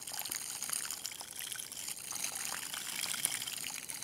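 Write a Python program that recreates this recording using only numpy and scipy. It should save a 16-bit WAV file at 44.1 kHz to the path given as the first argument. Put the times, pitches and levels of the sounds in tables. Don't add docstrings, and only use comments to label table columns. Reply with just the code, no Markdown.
import sys
import numpy as np
from scipy import signal
from scipy.fft import rfft, irfft
from scipy.io import wavfile
from scipy.ndimage import uniform_filter1d, map_coordinates

SR = 44100
rng = np.random.default_rng(int(sys.argv[2]) if len(sys.argv) > 2 else 0)


def file_out(sig):
    cols = np.atleast_2d(sig).T
    lim = np.clip(cols, -1, 1)
    pcm = np.round(lim * 32767).astype(np.int16)
    wavfile.write(sys.argv[1], SR, pcm)


N = 177919
TIME = np.arange(N) / SR


def from_db(db):
    return 10 ** (np.asarray(db) / 20)


def unit(x):
    return x / np.sqrt(np.mean(x ** 2) + 1e-20)


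def curve(table):
    return np.interp(TIME, *np.transpose(table))


def at_pitch(points, hz):
    point_hz, db = np.transpose(points)
    return np.interp(np.log(hz + 1), np.log(point_hz), db)


def coloured(x, points):
    size = 2048
    gain = from_db(at_pitch(points, abs(np.fft.fftfreq(size, 1 / SR))))
    minimum_phase = np.exp(np.conj(signal.hilbert(np.log(gain))))
    taps = np.fft.ifft(minimum_phase).real
    return signal.oaconvolve(x, taps)[:len(x)]


def add(mix, s, sound):
    part = mix[max(round(s * SR), 0):][:len(sound)]
    part += sound[:len(part)]


def wander(lasts_s):
    width = max(int(lasts_s * SR), 2)
    return unit(uniform_filter1d(uniform_filter1d(rng.standard_normal(N), width), width))


def hump(count, peak_at):
    skew = np.log(.5) / np.log(np.clip(peak_at, .02, .5))
    return np.sin(np.pi * np.linspace(0, 1, count) ** skew) ** 2


# (time [s], level [dB])
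POUR_LEVEL = [(0.0, -51), (0.14, -46), (0.79, -41), (0.95, -44.5), (0.98, -48.5), (1.06, -47),
              (1.11, -50.5), (1.35, -50), (1.43, -44), (1.62, -46), (1.68, -50.5), (1.9, -38.5),
              (1.94, -50.5), (2.02, -47.5), (2.26, -37.5), (2.32, -43), (2.45, -40), (2.67, -42.5),
              (3.09, -36.5), (3.76, -43.5), (3.8, -50.5), (3.875, -50.5), (3.91, -45), (4.03, -45.5)]


def pour_db():
    return curve(POUR_LEVEL)


SOAKED_AT_S, SOAKING_S = 2.1, 0.67


def level(db, follows, soaked_db):
    pour = pour_db()
    soaked = .5 + .5 * np.tanh((TIME - SOAKED_AT_S) / SOAKING_S)
    return from_db(db + pour.mean() + follows * (pour - pour.mean()) + soaked_db * soaked)


# (time [s], lag of its reflection [ms])
CAN_SWING = [(0, 0.44), (.6, 0.458), (1.52, 0.362), (2.2, 0.475), (2.95, 0.39), (3.3, 0.388), (3.92, 0.487)]


def swing(t):
    turn_s, lag_ms = np.transpose(CAN_SWING)
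    turns = np.arange(len(turn_s))
    leg, part = np.divmod(np.interp(t, turn_s, turns), 1)
    eased = leg + np.sin(np.pi * part / 2) ** 2
    return np.interp(eased, turns, lag_ms)


def reach():
    lag = swing(TIME)
    return (lag.mean() - lag) / (np.ptp(lag) / 2)


LIFT_AFTER_S, LIFT_DB_PER_MS = 0.26, 70


def plunge(share):
    lift = swing(TIME - LIFT_AFTER_S)
    return from_db(share * LIFT_DB_PER_MS * (lift - lift.mean()))


def bunching(lasts_s=0.0034, depth_db=6.5):
    return from_db(depth_db * np.clip(wander(lasts_s), -2.5, 1.5))


def ping(hz, length, rise, peak_at=0.34):
    t = np.arange(int(SR * length) + 4) / SR
    turns = hz * (t + rise * t ** 2 / (2 * length))
    return np.sin(2 * np.pi * turns) * hump(len(t), peak_at)


def slap(length, hz, octaves):
    size = 512
    count = min(int(SR * length) + 4, size - 64)
    cracks = rng.standard_normal(count) * rng.random(count) * hump(count, peak_at=0.18)
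    away = np.log2((np.fft.rfftfreq(size, 1 / SR) + 50) / hz) / octaves
    burst = irfft(rfft(np.pad(cracks, (16, 0)), size) / np.sqrt(1 + away ** 4))
    return burst / np.linalg.norm(burst)


def shower(grains, bunches, per_s, spread_db, steady_s, thinning=0.4):
    chance, size, kind = rng.random((3, N))
    flow = from_db(pour_db()) ** (2 * thinning)
    falls = chance < per_s / SR * flow / flow.mean()
    size_db = spread_db * np.minimum(-np.log(size + 1e-12), 3)
    sizes = from_db(size_db) * falls * bunches
    out = np.zeros(N)
    for i in np.flatnonzero(sizes):
        add(out, i / SR, sizes[i] * grains[int(kind[i] * len(grains))])
    width = int(steady_s * SR)
    power = uniform_filter1d(uniform_filter1d(out ** 2, width), width)
    return out / np.sqrt(abs(power) + 1e-9)


# (frequency [Hz], relative level [dB per Hz])
OUTDOORS_SPECTRUM = [(20, -30), (40, -14), (65, -2), (125, 2), (200, -3.5), (400, -1.5), (1000, -10),
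                     (4000, -57), (16000, -49)]


def outdoors():
    middle = unit(coloured(rng.standard_normal(N), OUTDOORS_SPECTRUM))
    side = unit(coloured(rng.standard_normal(N), OUTDOORS_SPECTRUM))
    return from_db(-63.0) * (middle + from_db(-21.5) * np.array([side, -side]))


def yard(x, t60, wet_db):
    size = 512
    t = np.arange(SR // 16) / SR
    window = np.sin(np.pi * np.arange(size) / size)
    fade = (t > .001) * np.exp(-np.log(1000) * t / t60)
    tail = np.zeros(N)
    for i in range(0, N - size, size // 2):
        taps = rng.standard_normal(len(t)) * fade
        add(tail, i / SR, signal.fftconvolve(x[i:i + size] * window, taps / np.linalg.norm(taps)))
    return x + from_db(wet_db) * tail


# (frequency [Hz], relative level [dB per Hz])
DRUM_SPECTRUM = [(40, -39), (90, -15), (130, 4), (220, 4), (290, 4.5), (400, -11.5), (800, -10.5),
                 (2000, -9)]


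def drumming():
    clicks = rng.standard_normal(N) * (rng.random(N) < 600 / SR)
    thuds = unit(coloured(clicks, DRUM_SPECTRUM))
    return level(db=-15.0, follows=0.63, soaked_db=4.0) * plunge(share=0.19) * thuds


# (pitch [Hz], level [dB])
BUBBLE_LOUDNESS = [(700, -2.5), (850, -10), (1100, 2), (1500, -0.5), (2300, -2), (3100, 0), (3800, -3.5),
                   (4500, 2)]


def bubbles(bunches, lowest_hz, highest_hz, ring_cycles, splash, per_s, spread_db, count=120):
    grains = []
    for pitch, length in rng.random((count, 2)):
        hz = lowest_hz * (highest_hz / lowest_hz) ** pitch
        cycles = ring_cycles * (.5 + 2 * length ** 2)
        ring = ping(hz, cycles / hz, rise=0.23)
        grain = np.zeros(SR // 30)
        add(grain, 0, ring / np.linalg.norm(ring))
        add(grain, 0, splash * slap(length=0.0048, hz=2 * hz, octaves=1.0))
        grains.append(from_db(at_pitch(BUBBLE_LOUDNESS, hz)) * grain)
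    return shower(grains, bunches, per_s, spread_db, steady_s=0.065)


def puddles(bunches):
    small = bubbles(bunches, 1650, 4810, ring_cycles=11, splash=0.65, per_s=1300, spread_db=4.4)
    large = bubbles(bunches, 620, 2400, ring_cycles=4.4, splash=0.75, per_s=900, spread_db=3.8)
    tinkle = level(db=-9.0, follows=0.84, soaked_db=2.0) * small
    gurgle = level(db=-12.5, follows=0.72, soaked_db=0.5) * plunge(share=0.85) * large
    return tinkle + gurgle


GURGLE_S, GURGLE_DB, GURGLE_OCTAVES = 0.016, -21, 1.48
# (time [s], level [dB], starting pitch of the trapped bubble [Hz], length of its ring [cycles])
PLUNGING_DROPS = [(0.118, -35.5, 705, 4.3), (0.139, -39, 835, 24), (0.1664, -37.5, 774, 11),
                  (0.176, -33, 1550, 6.8), (0.198, -46, 790, 8), (0.2144, -34, 790, 9.9),
                  (0.2422, -40, 930, 5.1), (0.297, -44, 352, 6.5), (0.297, -29.5, 790, 1.2),
                  (0.3489, -25.5, 1880, 5.3), (0.695, -23.5, 1520, 2.6), (0.807, -31, 1750, 6.7),
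                  (0.854, -29.5, 1510, 8.4), (0.93, -35.5, 1110, 6.3), (1.116, -34.5, 2230, 17),
                  (1.212, -32, 857, 5.1), (1.407, -27.5, 2740, 7.9), (1.4198, -33.5, 1920, 20),
                  (1.556, -34, 1480, 18), (2.122, -36, 1180, 7.3), (2.1314, -29.5, 1060, 2.3),
                  (2.242, -29.5, 2450, 9.7), (2.32, -35, 760, 3.3), (2.405, -33, 1830, 11),
                  (2.439, -34, 2160, 12), (2.472, -29, 2550, 12), (2.524, -26.5, 960, 3.7),
                  (2.545, -22, 1540, 3.3), (2.567, -29.5, 1760, 6.4), (2.633, -31, 1790, 5.1),
                  (2.739, -32, 1440, 5.9), (2.771, -29.5, 1400, 5), (2.871, -32.5, 1480, 4.8),
                  (2.9442, -27.5, 2360, 3), (2.991, -22.5, 2330, 9.2), (3.061, -29.5, 840, 2.9),
                  (3.086, -26, 2250, 7.6), (3.143, -29.5, 1440, 13), (3.2592, -32, 810, 2.9),
                  (3.297, -37, 776, 5.4), (3.345, -26.5, 2100, 7), (3.351, -25.5, 2020, 4.8),
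                  (3.521, -29, 2740, 12), (3.581, -32.5, 2800, 9.1), (3.6435, -28.5, 2200, 8.4),
                  (3.703, -38, 830, 14), (3.781, -25.5, 2250, 3.6), (3.83, -29, 2370, 3.7),
                  (3.959, -35, 2070, 11)]


def plops(ring_db=-2.5, splash_db=0.0, count=4):
    out = np.zeros(N)
    for s, db, hz, cycles in PLUNGING_DROPS:
        add(out, s, from_db(db + ring_db) * ping(hz, cycles / hz, rise=0.054, peak_at=0.12))
        add(out, s - .0003, from_db(db + splash_db) * slap(length=0.0055, hz=1.6 * hz, octaves=1.0))
        for when, pitch, size in rng.random((count, 3)):
            small_hz = hz * 2 ** (GURGLE_OCTAVES * (pitch - .25))
            small = (.5 + size) * ping(small_hz, 7 / small_hz, rise=0.076)
            add(out, s + GURGLE_S * when, from_db(db + GURGLE_DB) * small)
    return out


SNAP_BREADTH_OCTAVES, BREADTH_GROWS = 0.28, 0.3
# (time [s], level [dB], pitch [Hz], length of the ring [ms])
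SNAPPING_DROPS = [(0.018, -37, 6800, 3.2), (0.0784, -25, 8760, 2.1), (0.0855, -33.5, 3120, 4.5),
                  (0.095, -31, 5600, 2.3), (0.1364, -29, 4900, 4.8), (0.142, -26, 4740, 4.1),
                  (0.175, -22, 5400, 0.72), (0.1933, -23.5, 11600, 3.8), (0.2146, -25, 2720, 1.8),
                  (0.257, -24, 4160, 2.1), (0.272, -33, 3040, 3.1), (0.32, -17.5, 10400, 1.3),
                  (0.317, -30, 3040, 6.4), (0.349, -25, 4730, 2.8), (0.3594, -20, 6700, 3),
                  (0.5008, -24.5, 6700, 1.3), (0.6404, -23, 10600, 2.6), (0.6953, -25, 6740, 2.2),
                  (0.7238, -37, 5870, 2), (0.733, -16.5, 10300, 3.8), (0.7597, -19, 9200, 2.2),
                  (0.7668, -23, 9000, 4.9), (0.7876, -24, 10700, 2.4), (0.823, -23, 9140, 3.1),
                  (0.9061, -23, 6900, 4), (0.932, -23, 6960, 2.1), (0.9391, -24.5, 5040, 1.7),
                  (1.0568, -18.5, 5400, 1.5), (1.077, -28, 6960, 4.7), (1.1565, -26, 3170, 3.2),
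                  (1.2093, -25.5, 5300, 1.8), (1.3939, -24, 12000, 1.2), (1.4193, -29, 11000, 1.3),
                  (1.471, -30.5, 3230, 7), (1.482, -35, 3280, 4.5), (1.52, -26, 3180, 3),
                  (1.5257, -24, 10460, 2.4), (1.599, -25.5, 10150, 4.1), (1.626, -23.5, 6050, 2.4),
                  (1.7292, -26.5, 5530, 2.6), (1.792, -30, 5900, 3.9), (1.9146, -22, 8500, 2.3),
                  (1.964, -32, 7200, 2.7), (2.108, -26, 6200, 5.9), (2.164, -24.5, 6300, 3.8),
                  (2.244, -20, 6350, 3.4), (2.36, -26, 10970, 6), (2.454, -19, 7600, 0.6),
                  (2.491, -25, 5600, 1.9), (2.7387, -24, 3310, 4.2), (2.817, -30, 3380, 3.4),
                  (3.013, -23.5, 10650, 2.9), (3.0421, -21.5, 4730, 3), (3.116, -18, 8100, 1.5),
                  (3.239, -23, 9800, 2.4), (3.2512, -10.5, 10600, 1.8), (3.249, -32, 3280, 4.9),
                  (3.305, -26.5, 3100, 6.5), (3.324, -22.5, 5500, 2.8), (3.3409, -20.5, 8600, 1.9),
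                  (3.42, -26.5, 3170, 4.7), (3.478, -29.5, 3120, 9.9), (3.4978, -26, 4980, 2.1),
                  (3.538, -25, 3010, 3.7), (3.6074, -22, 9000, 1), (3.6666, -20, 2870, 2.8),
                  (3.7425, -27, 6600, 3.2), (3.782, -23, 2940, 0.93), (3.8298, -32, 10200, 3.1),
                  (3.902, -22.5, 10340, 4.1), (3.928, -31, 4320, 2.4), (3.953, -30.5, 9900, 1)]


def snaps(ring_db=-4.0, crack_db=3.0, splash_db=-0.5, tick_db=-2.0):
    out, wide = np.zeros((2, N))
    for s, db, hz, ms in SNAPPING_DROPS:
        length = ms / 1000
        breadth = SNAP_BREADTH_OCTAVES * (10000 / hz) ** BREADTH_GROWS
        start = s - .0004
        add(out, s, from_db(db + ring_db) * ping(hz, length, rise=0.02, peak_at=0.16))
        add(out, start, from_db(db + crack_db) * slap(length=0.55 * length, hz=hz, octaves=breadth))
        add(wide, start, from_db(db + splash_db) * slap(length=length, hz=6900, octaves=1.63))
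        add(wide, start, from_db(db + tick_db) * slap(length=0.0001, hz=8500, octaves=1.0))
    return out + can_reflection(pot(wide))


def resonate(x, hz, width):
    turn = np.exp(2j * np.pi * np.cumsum(hz) / SR)
    r = np.exp(-np.pi * width / SR)
    return 2 * (turn * signal.lfilter([1 - r], [1, -r], x / turn)).real


# (middle pitch [Hz], width [Hz],
# level over the direct sound [dB], change with the can swung forward [dB], rise in pitch then [share])
POT_RESONANCES = [(842, 61, 5.5, 1, 0.014), (1482, 155, 3, 4, 0.06), (2246, 94, -1, 9.5, 0.017),
                  (3144, 165, 7, 4.5, 0.028), (4060, 83, 1, -8.5, 0.017), (6900, 160, -21.5, -0.5, 0.075)]


def pot(x, stray_hz=60, stray_s=0.025):
    forward = reach()
    out = x.copy()
    for hz, width, db, forward_db, rise in POT_RESONANCES:
        pitch = hz * (1 + rise * forward) + stray_hz * wander(stray_s)
        out += from_db(db + forward_db * forward) * resonate(x, pitch, width)
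    return out


ECHO_FORWARD_DB = -3.5
# (time after the first [ms], strength [gain])
CAN_REFLECTIONS = [(0.0, 0.3), (0.51, -0.075)]


def can_reflection(x, edge_ms=0.058, scatter_ms=0.003):
    lag_ms = swing(TIME) + scatter_ms * wander(0.0125)
    facing = from_db(ECHO_FORWARD_DB * reach())
    out = x.copy()
    for later_ms, strength in CAN_REFLECTIONS:
        arrival = (TIME - (lag_ms + later_ms) / 1000) * SR
        front = map_coordinates(x, [arrival], order=3)
        back = map_coordinates(x, [arrival - edge_ms / 1000 * SR], order=3)
        out += facing * strength * (front - back)
    return out


# (frequency [Hz], relative level [dB per Hz])
SLAP_SPECTRUM = [(200, -35), (900, -6), (2000, -7), (3000, -9), (3800, -7.5), (4900, -2.5), (6500, 0.5),
                 (7400, 0), (7950, -5), (8600, 2), (10700, 1), (12000, -2), (14000, -5), (16000, -7)]


def spray(bunches, count=200, ring_share=1.0, ring_cycles=12):
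    grains = []
    for pitch, length, tint in rng.random((count, 3)):
        hz = 3800 + 8000 * pitch
        stretch = .5 + 2 * length
        ring = ping(hz, ring_cycles * stretch / hz, rise=0.0066)
        grain = slap(length=0.0016 * stretch, hz=hz, octaves=0.55)
        add(grain, 0, ring_share * tint * ring / np.linalg.norm(ring))
        grains.append(grain / np.linalg.norm(grain))
    drops = shower(grains, bunches, per_s=720, spread_db=4.4, steady_s=.045)
    mist = from_db(-6.0) * shower(grains, np.sqrt(bunches), per_s=3500, spread_db=3.2, steady_s=.04)
    return level(db=0.63, follows=0.63, soaked_db=-1.5) * unit(coloured(drops + mist, SLAP_SPECTRUM))


def scene():
    bunches = bunching()
    sprinkle = from_db(-3.5) * pot(spray(bunches) + puddles(bunches))
    water = can_reflection(sprinkle) + snaps() + plops()
    return yard(water, t60=0.038, wet_db=-12.5) + drumming() + outdoors()


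def record(dry, low_cut_hz=34, edge_hz=15750):
    low_cut = signal.butter(2, low_cut_hz, "high", fs=SR, output="sos")
    lean = signal.sosfilt(low_cut, dry)
    band_limit = signal.firwin(401, edge_hz, window=("kaiser", 8), fs=SR)
    return signal.oaconvolve(lean, band_limit[None], "same")


dry = scene()
out = record(dry)
file_out(out)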